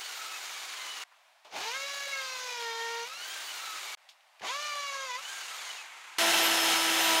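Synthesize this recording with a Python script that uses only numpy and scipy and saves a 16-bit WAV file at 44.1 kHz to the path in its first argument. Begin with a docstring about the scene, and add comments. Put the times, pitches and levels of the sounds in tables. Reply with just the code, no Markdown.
"""A mains hand drill in an open workshop, then a plunge router: four short scenes that follow abruptly.
The drill coasts down; twice it starts, bores into a board, races as the bit comes free and coasts again.
Its whine, bearing tones, commutator whistle and noise-like rush all follow one armature speed.
Last, the router cuts a slot: shaft harmonics and fan whistles over noise modulated by the cutter."""
import sys
import numpy as np
from scipy import signal
from scipy.fft import rfft, irfft
from scipy.io import wavfile
from scipy.ndimage import uniform_filter1d

SR = 44100
rng = np.random.default_rng(int(sys.argv[2]) if len(sys.argv) > 2 else 0)


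def generate_wav(signal):
    """Clip the signal to [-1, 1] and save it as 16-bit WAV at the path in sys.argv[1]."""
    frames = np.transpose(np.atleast_2d(signal))
    scaled = np.clip(frames, -1, 1) * 32767
    pcm = np.round(scaled).astype(np.int16)
    wavfile.write(sys.argv[1], SR, pcm)


N = 317520
TIME = np.arange(N) / SR
HZ = np.maximum(np.arange(N // 2 + 1) * SR / N, 1)

# where one scene gives way to the next (s); the level dips between the second and third
FIRST_END, SECOND_END, THIRD_START, ROUTER_START = 1.039, 3.951, 3.973, 6.183
DROPOUT_DB = -27
CUTOFF_HZ = 15780

# yard hiss: frequency_hz, density_db
YARD_SPECTRUM = [(35, -66), (60, -44), (103, -35), (152, -35), (255, -28.5), (456, -21), (632, -0.5),
                 (799, 0.5), (1370, -3.5), (2230, -2.5), (3810, -8), (15800, -26.5)]
YARD_DB = -63.5

# freewheeling: start_s, top_turns_per_s, decay_rate_per_s, rush_db, dying_turns_per_s
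COASTS = [(0, 630, 0.47, -43, 360), (3.351, 672, 0.62, -42.5, 470), (5.349, 684, 1.44, -42, 400)]
# the slow fan's rush drops by this much over this loss of speed
DYING_DB, DYING_TURNS_PER_S = 7.5, 92.5
# trigger pulls: start_s, rise_s, rush_db, fading_db_per_s as the bit sinks, knock_db, knock_t60_s
STARTS = [(1.495, 0.084, -41, 2, -38, .36), (4.4, .058, -41, 4, -39, 0.19)]
# armature speed in the wood, sagging as the hand leans harder: time_s, speed_turns_per_s
FIRST_HOLE_SPEED = [(1.62, 410), (1.638, 420), (1.702, 470), (1.754, 537), (1.868, 563), (2.082, 561),
                    (2.256, 524), (2.474, 499.4), (2.592, 474), (2.71, 457.1), (3.04, 467.2)]
SECOND_HOLE_SPEED = [(4.48, 446.5), (4.52, 532), (4.56, 572.1), (4.61, 594.5), (4.65, 597.7),
                     (4.868, 563.3), (5.058, 530.6), (5.12, 488), (5.16, 501.1)]
# the inrush of current makes the brushes spark louder at each start
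INRUSH_DB, INRUSH_S = 3, 0.049
# load of the bit (share 0-1), time it takes to come free, exponent of the race to top speed
BORING_LOAD, FREEING_S, RACE_EASE = 0.9, 0.059, 1.5
# the current dies down shortly before top speed
CURRENT_FALL_S, CURRENT_LEAD_S = 0.14, 0.042

# rush while boring, coasting and turning slowly: frequency_hz, density_db
BORING_SPECTRUM = [(30, -44), (70, -25), (110, -15.5), (200, -18.5), (330, -12), (520, -4.5), (800, 0.5),
                   (1200, -0.5), (2400, 3.5), (4300, 3), (6800, -1.5), (8200, -18.5), (13500, -26),
                   (15800, -29)]
COASTING_SPECTRUM = [(40, -58), (120, -64), (200, -33.5), (320, -15.5), (520, -10.5), (800, -4.5),
                     (1250, -2), (1800, -2.5), (2600, -2), (4200, -2), (5500, -5.5), (6900, -5),
                     (8000, -17.5), (11000, -25), (13600, -29), (15800, -28)]
IDLING_SPECTRUM = [(59, -76), (100, -63), (219, -43), (342, -21), (413, -25), (500, -18), (618, -24),
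                   (849, -7.5), (1750, -10), (2110, -6), (5030, -18), (6920, -18), (15800, -33)]
# resonances of the drill's housing: centre_hz, width_hz, height_db
HOUSING_MODES = [(768, 46, 3.5), (1440, 990, 1.57), (2230, 260, 3.5), (2880, 220, 2), (3730, 170, 2),
                 (6040, 140, 2.5), (6660, 130, 2), (9040, 540, 2), (13400, 700, 3.5)]
# treble against the rush at the usual speed, and its gain per tenfold speed
USUAL_TURNS_PER_S = 550
BORING_TREBLE_DB, COASTING_TREBLE_DB, TREBLE_PER_DECADE_DB = -11.5, -6.5, 13
# second hole heard from another spot: frequency_hz, gain_db
OTHER_SPOT = [(60, -12), (130, 1.5), (250, -4), (500, -2), (1000, -0.5), (3500, -1.5), (5200, -2.5),
              (9000, -1), (11500, -2.5), (15800, -7)]
# vents that face that spot: centre_hz, width_hz, height_db
VENT_MODES = [(3380, 120, 2), (6200, 270, 1.2), (6820, 260, 3.2), (13400, 720, 3.3)]

# ball bearing tones before the housing colours them: ball_pass_multiple, level_db against the rush
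BEARING_TONES = [(1, -12), (2, -11.5), (3, -13), (4, -17), (5, -29), (6, -28), (7, -25)]
BALLS_PER_TURN = 2.4
# commutator whistle against the rush at the usual speed, and its gain per tenfold speed
WHISTLE_DB, WHISTLE_PER_DECADE_DB = -20, 35

# scuffs and clicks: start_s, level_db, centre_hz, t60_s
HANDLING = [(1.115, -59, 1200, 0.2), (1.446, -53, 2920, 0.19), (1.448, -55, 750, 0.68),
            (4.088, -49.5, 3380, 0.16), (4.205, -55, 2500, .03), (4.395, -47, 2596, 0.04),
            (4.408, -41, 801, 0.027), (4.417, -37, 1500, 0.031)]
# knock of the gears: frequency_hz, density_db
KNOCK_SPECTRUM = [(50, -38), (130, -18), (300, -5.5), (560, -1), (780, 9), (960, -3), (1200, -3),
                  (2500, -2), (8000, -45)]
KNOCK_PEAK = 0.84  # peak position, as a share of the rise

# low whine orders away from any resonance: frequency_hz, gain_db
WHINE_GAIN = [(400, -54.5), (500, -53.5), (1100, -52.5), (1700, -54), (2400, -53)]
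# workpiece resonances that the orders sweep through: centre_hz, width_hz, height_db
FIRST_PIECE_MODES = [(463.3, 16, 9.5), (911, 156, 11), (1400, 66, 6), (1595, 70, 10), (1680, 53, 5.5),
                     (1846, 21, 14), (2160, 130, 12)]
SECOND_PIECE_MODES = [(549.5, 40.3, 4.4), (984, 157, 12.8), (1149, 103, 9.5), (1624, 86, 8.4),
                      (1767, 46, 8), (2000, 50, 12.7), (2295, 240, 9.3)]
# upper whine orders before the housing colours them: order, level_db against the rush
OVERTONES = [(5, -12.5), (6, -15), (7, -12.5), (8, -13), (9, -13), (10, -14), (11, -12.5), (12, -13.5),
             (13, -12.5), (14, -16), (15, -13.5), (16, -17)]
SECOND_OVERTONES_DB = 2.0  # the upper orders carry better in the second hole
# onset of the whine; gain left once the bit is free
WHINE_ATTACK_S, FREE_WHINE_DB = 0.091, -12.5
# the armature rattles in its play until up to speed: phase jitter (turns), settling speed
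SPIN_UP_JITTER, SETTLED_TURNS_PER_S = 0.06, 450

# router shaft sagging in the cut: time_s, speed_turns_per_s
ROUTER_SPEED = [(6.19, 336.3), (6.5, 331), (6.7, 328.9), (6.9, 328.2), (7.1, 326.6), (7.2, 324.3)]
# its hum: time_s, second_harmonic_db, third_harmonic_db
HUM_LEVELS = [(6.2, -37, -42), (6.234, -35, -39), (6.324, -42, -48), (6.418, -37, -44), (6.456, -43, -43),
              (6.934, -47.5, -41.5), (7.18, -35.5, -34.5)]
ROUTER_FIRST_DB, ROUTER_FOURTH_DB, HUM_WAVER_DB = -41.5, -41, 1.2
# router fan and commutator tones: order, level_db
ROUTER_TONES = [(15.8, -47), (16, -43.5), (32, -56), (37, -43.5)]
# the router's cut: time_s, level_db, treble_db against the level
CUT_LEVELS = [(6.195, -27.5, -9), (6.203, -28.5, -8), (6.301, -27.5, -8.5), (6.617, -30, -8),
              (6.731, -27.5, -9), (6.783, -30.5, -7.5), (7.135, -29, -7.5), (7.19, -30.5, -7.5)]
# roar of the cutter: frequency_hz, density_db
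CUTTING_SPECTRUM = [(30, -54), (60, -36), (110, -20), (200, -18), (400, -11), (700, -3.5), (1100, -5.5),
                    (1650, -1), (2400, -3), (3100, 0.5), (4500, -7.5), (6500, -7.5), (8000, -11),
                    (9500, -9), (11500, -16.5), (15800, -22.5)]
# resonances of the router and of the board: centre_hz, width_hz, height_db
ROUTER_MODES = [(1540, 30, 4), (1825, 35, 4), (2008, 35, 4), (2288, 35, 4), (2614, 25, 3), (2707, 40, 5),
                (3009, 35, 4), (3133, 45, 4), (3741, 25, 6), (4130, 200, 3), (5220, 140, 4), (6400, 250, 3),
                (10600, 200, 3), (13300, 700, 3)]
BOARD_MODES = [(230, 10, 10.5), (480, 12, 5.1), (565, 7.2, 6.5), (720, 25, 2.7), (766, 23, 5.1),
               (892, 120, 5.3)]
# stereo spread of the roar: frequency_hz, side_gain_db
SIDE_GAIN = [(40, -45), (400, -67), (3500, -70), (4700, -38), (5600, -20), (8000, -15), (10500, -11),
             (13000, -5), (15800, -4)]


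def from_db(db):
    """Logarithmic level: decibels to amplitude gain."""
    return 10 ** (np.asarray(db) / 20)


def rms_one(x):
    """Normalization to unit rms."""
    return x / np.sqrt(np.mean(x ** 2) + 1e-20)


def in_time(rows):
    """Linear interpolation: each column of a curve at every sample."""
    s, *columns = np.transpose(rows)
    return [np.interp(TIME, s, c) for c in columns]


def between(start, end, fade=0.002):
    """Gating: 1 from start to end, with short ramps."""
    return np.clip((TIME - start) / fade, 0, 1) * np.clip((end - TIME) / fade, 0, 1)


def ramp(start, length):
    """Linear rise from 0 at start to 1 after length seconds."""
    return np.clip((TIME - start) / length, 0, 1)


def colour(points, resonances=()):
    """Resonance: a broad spectrum with bell-shaped peaks added in decibels."""
    hz, db = np.transpose(points)
    db = np.interp(np.log(HZ), np.log(hz), db)
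    for centre, width, height in resonances:
        db = db + height / (1 + (2 * (HZ - centre) / width) ** 2)
    return from_db(db)


def filtered(x, gain):
    """Linear filtering: each frequency is scaled by its gain."""
    return irfft(rfft(x) * gain, N)


def noise(gain):
    """Random excitation: noise of the given colour, rms 1."""
    return rms_one(filtered(rng.standard_normal(N), gain))


def drift(rate):
    """Random modulation: low-passed noise up to about rate in Hz, rms 1."""
    return noise(1 / (1 + (HZ / rate) ** 2))


def rush(gain, level_db, treble_db):
    """Broadband turbulence: noise whose presence band and treble each follow a level."""
    band = (HZ > 2500) & (HZ < 7500)
    presence = np.sqrt(np.sum(gain[band] ** 2) / np.sum(gain ** 2))
    upper = 1 / (1 + (7800 / HZ) ** 24)
    body = noise(gain * np.sqrt(1 - upper)) / presence
    treble = noise(gain * np.sqrt(upper))
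    return from_db(level_db) * (body + from_db(treble_db) * treble)


def tone(turns, order):
    """Periodic excitation: a line at a multiple of the shaft rate, rms 1."""
    return np.sqrt(2) * np.sin(2 * np.pi * (order * turns + rng.random()))


def reflections(x, wet_db, t60):
    """Reverberation: floor, boards and walls scatter a short decaying tail."""
    t = TIME[:SR // 3]
    tail = rng.standard_normal(len(t)) * from_db(-60 * t / t60) * (t > 0.003)
    tail = tail / np.linalg.norm(tail)
    wet = from_db(wet_db)
    return (x + wet * signal.fftconvolve(x, tail)[:N]) / np.sqrt(1 + wet ** 2)


def yard_hiss():
    """Stationary background: faint coloured noise with a slowly wandering level."""
    return from_db(YARD_DB + 0.59 * drift(5.4)) * noise(colour(YARD_SPECTRUM))


def run_down(coast):
    """Exponential decay: friction slows the shaft in proportion to its speed."""
    start, top, rate = coast[:3]
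    return top * np.exp(-rate * np.maximum(TIME - start, 0))


def coasting_rush(coast, speed):
    """Fan noise of a freewheeling rotor, in dB: steady until it turns too slowly."""
    *_, db, dying_speed = coast
    return db - DYING_DB * np.clip((dying_speed - speed) / DYING_TURNS_PER_S, 0, 1)


def one_run(start, hole, coast):
    """Drive against load: spin up, bore, race free, coast; gives speed, power, load and rush in dB."""
    s, rise, db, fading = start[:4]
    free, free_speed = hole[-1]
    let_go, top = coast[:2]
    bore, = in_time([(s, 30), *hole])
    race = (top - free_speed) * (1 - (1 - ramp(free, let_go - free)) ** RACE_EASE)
    speed = np.where(TIME < let_go, bore + race, run_down(coast))
    power = 1 - ramp(let_go - CURRENT_LEAD_S - CURRENT_FALL_S, CURRENT_FALL_S)
    load = BORING_LOAD * (1 - ramp(free, FREEING_S))
    age = np.maximum(TIME - s - rise, 0)
    inrush_db = INRUSH_DB * np.exp(-age / INRUSH_S)
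    rise_db = 26 * np.log10(np.maximum(ramp(s, rise), 0.12))
    driven_db = db - fading * age + inrush_db + rise_db
    rush_db = power * driven_db + (1 - power) * coasting_rush(coast, speed)
    return np.array([speed, power, load, rush_db])


def motor():
    """Rotor dynamics: the drill first coasts; each pull of the trigger belongs to a new run."""
    speed = run_down(COASTS[0])
    state = np.array([speed, np.zeros(N), np.zeros(N), coasting_rush(COASTS[0], speed)])
    holes = (FIRST_HOLE_SPEED, SECOND_HOLE_SPEED)
    for scene_start, start, hole, coast in zip((FIRST_END, THIRD_START), STARTS, holes, COASTS[1:]):
        state = np.where(TIME > scene_start, one_run(start, hole, coast), state)
    return state


def coasting_noise(speed, rush_db, treble_db):
    """Fan turbulence that darkens with falling speed, modulated by rattling unloaded gears."""
    slow = np.clip((360 - speed) / 50, 0, 1)
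    fast_fan = rush(colour(COASTING_SPECTRUM, HOUSING_MODES), rush_db - 1, treble_db)
    slow_fan = rush(colour(IDLING_SPECTRUM), rush_db - 3, treble_db)
    fan = np.sqrt(1 - slow) * fast_fan + np.sqrt(slow) * slow_fan
    # the gears' flutter grows as they slow
    flutter = 0.021 + 0.045 * np.clip((520 - speed) / 80, 0, 1)
    return fan * from_db(0.76 * drift(70)) * (1 + flutter * tone(TIME + 0.0037 * drift(4), 25))


def bearing(turns, speed, load, power):
    """Ball-pass excitation: balls skid more once the armature coasts; the housing radiates the ticking."""
    skid = 0.035 * drift(22) + 0.14 * (1 - power) * np.clip((speed - 300) / 200, 0, 1) * drift(20)
    ticking_db = 4 * np.clip((500 - speed) / 100, 0, 1)  # slow balls tick more sharply
    free = 0
    for k, db in BEARING_TONES:
        slip = (0.12 + 0.11 * (1 - power)) * drift(32) / k
        level_db = db + ticking_db * np.clip(k - 2, -0.5, 1) + 3.95 * drift(13)
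        free = free + from_db(level_db) * tone(BALLS_PER_TURN * turns + skid + slip, round(k))
    loaded = from_db(-11.5) * tone(turns + skid, 2.41) + from_db(-26.0) * tone(turns + skid, 3.41)
    ticking = (1 - load) * from_db(5.9 * power) * free + load * loaded
    return filtered(ticking, colour(COASTING_SPECTRUM, HOUSING_MODES))


def commutator_whistle(turns, speed, power):
    """Segment-rate excitation: a line 24 times a turn as the power fades, louder at speed."""
    speed_db = WHISTLE_PER_DECADE_DB * np.log10(speed / USUAL_TURNS_PER_S)
    level = from_db(WHISTLE_DB + speed_db + 3.5 * drift(12))
    return (1 - power) * level * tone(turns + 0.011 * drift(60), 24)


def handling():
    """Impact and friction: band-passed bursts decay as scuffs and clicks of the bit and trigger."""
    out = 0
    for s, db, hz, t60 in HANDLING:
        band = 1 / (1 + (HZ / hz - hz / HZ) ** 2)
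        decay_db = db - 60 * np.maximum(TIME - s, 0) / t60
        out = out + noise(band) * between(s, s + 1) * from_db(decay_db)
    return out


def gear_knock():
    """Backlash: a burst of noise as the gears take up their play when the motor kicks in."""
    swell = 0
    for s, rise, _, _, db, t60 in STARTS:
        to_peak = KNOCK_PEAK * rise
        decay_db = db - 60 * np.maximum(TIME - s - to_peak, 0) / t60
        swell = swell + ramp(s, to_peak) ** 2 * from_db(decay_db)
    return swell * from_db(1.5 * drift(90)) * noise(colour(KNOCK_SPECTRUM))


def boring_noise(rush_db, treble_db):
    """Fracture and sparking: noise torn unevenly by the fibres, swelling twice per mains cycle."""
    tearing = rush(colour(BORING_SPECTRUM, HOUSING_MODES), rush_db - 3.5, treble_db + 4.5)
    return tearing * (1 + 0.067 * tone(TIME, 100)) * from_db(1.4 * drift(90))


def drill_whine(turns, speed, power, rush_db):
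    """Order excitation: the loaded armature makes contact once a turn; gear play smears upper orders."""
    spindle = turns / 8.7 + 0.11 * drift(13)  # geared down
    rattle = SPIN_UP_JITTER * np.clip((SETTLED_TURNS_PER_S - speed) / 50, 0, 1)
    shaken = turns + (0.014 + rattle) * drift(55.6) + 0.008 * tone(spindle, 0.99)
    upper = 0
    for order, db in OVERTONES:
        level = from_db(db + rush_db + 2.53 * drift(20.0))
        upper = upper + level * tone(shaken + 0.13 * drift(37) / order, round(order))
    upper = reflections(filtered(upper, colour(BORING_SPECTRUM, HOUSING_MODES)), wet_db=-3.0, t60=0.21)
    upper = upper * np.clip(speed / 460, 0, 1) ** 3
    flutter_db = 1 + 2.0 * np.clip(np.abs(speed - 460) / 100, 0, 1)  # steadiest near 460 turns per s
    lower = sum(from_db(flutter_db * drift(25)) * tone(shaken, k + 1) for k in range(4))
    out = 0
    for hole, piece, upper_db, end in (
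            (FIRST_HOLE_SPEED, FIRST_PIECE_MODES, 0, SECOND_END),
            (SECOND_HOLE_SPEED, SECOND_PIECE_MODES, SECOND_OVERTONES_DB, ROUTER_START)):
        onset = ramp(hole[0][0] - WHINE_ATTACK_S, WHINE_ATTACK_S)
        contact = onset * from_db(FREE_WHINE_DB * ramp(hole[-1][0], FREEING_S))
        orders = filtered(lower, colour(WHINE_GAIN, piece)) + from_db(upper_db) * upper
        out = out + orders * contact * power * (TIME < end)
    return out


def drill():
    """Common drive: one armature speed governs every tone and noise of the drill."""
    speed, power, load, rush_db = motor()
    speed = uniform_filter1d(speed, size=SR // 40, mode="nearest")  # inertia
    turns = np.cumsum(speed) / SR
    treble_db = power * BORING_TREBLE_DB + (1 - power) * COASTING_TREBLE_DB
    treble_db = treble_db + TREBLE_PER_DECADE_DB * np.log10(speed / USUAL_TURNS_PER_S)
    tones = bearing(turns, speed, load, power) + commutator_whistle(turns, speed, power)
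    tones = from_db(rush_db) * tones * np.clip(speed / 340, 0, 1) ** 3  # weak at low speed
    sound = drill_whine(turns, speed, power, rush_db) + reflections(tones, wet_db=1.0, t60=0.059)
    sound = sound + np.sqrt(power) * boring_noise(rush_db, treble_db)
    sound = sound + np.sqrt(1 - power) * coasting_noise(speed, rush_db, treble_db) + gear_knock()
    first_spot = between(-1, FIRST_END) + between(1.47, SECOND_END)
    other_spot = filtered(sound, colour(OTHER_SPOT, VENT_MODES)) * between(4.407, ROUTER_START)
    return sound * first_spot + other_spot


def router():
    """Harmonic and broadband radiation: hum and whistles over a roar, bitten about once a turn."""
    speed, = in_time(ROUTER_SPEED)
    second_db, third_db = in_time(HUM_LEVELS)
    cut_db, treble_db = in_time(CUT_LEVELS)
    turns = np.cumsum(speed) / SR
    hum = 0
    for k, db in enumerate((ROUTER_FIRST_DB, second_db, third_db, ROUTER_FOURTH_DB)):
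        hum = hum + from_db(db + HUM_WAVER_DB * drift(7.9)) * tone(turns + 0.0053 * drift(25), k + 1)
    whistles = 0
    for order, db in ROUTER_TONES:
        whistles = whistles + from_db(db + 3.2 * drift(6.4)) * tone(turns + 0.0037 * drift(25), order)
    wood = colour(CUTTING_SPECTRUM, [*ROUTER_MODES, *BOARD_MODES])
    bite = (1 + 0.082 * tone(turns, 0.97)) * from_db(0.46 * drift(120))
    # so small a tool radiates almost no bass in its roar
    roar = filtered(rush(wood, cut_db - 0.3, treble_db) * bite, 1 / (1 + (60 / HZ) ** 2))
    mid = hum + whistles + roar
    # mainly the hiss spreads to the sides
    side = filtered(rush(wood, cut_db, treble_db), colour(SIDE_GAIN))
    return (mid + side * [[1], [-1]]) * between(ROUTER_START, 10)


def scene():
    """Superposition: the tools over the yard hiss, with one brief dip in level."""
    mix = drill() + handling() + yard_hiss() + router()
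    return mix * from_db(DROPOUT_DB * between(SECOND_END, THIRD_START))


def record(dry):
    """Band limiting: a steep low-pass removes the top."""
    return irfft(rfft(dry) / np.sqrt(1 + (HZ / CUTOFF_HZ) ** 900), N)


dry = scene()
out = record(dry)
generate_wav(out)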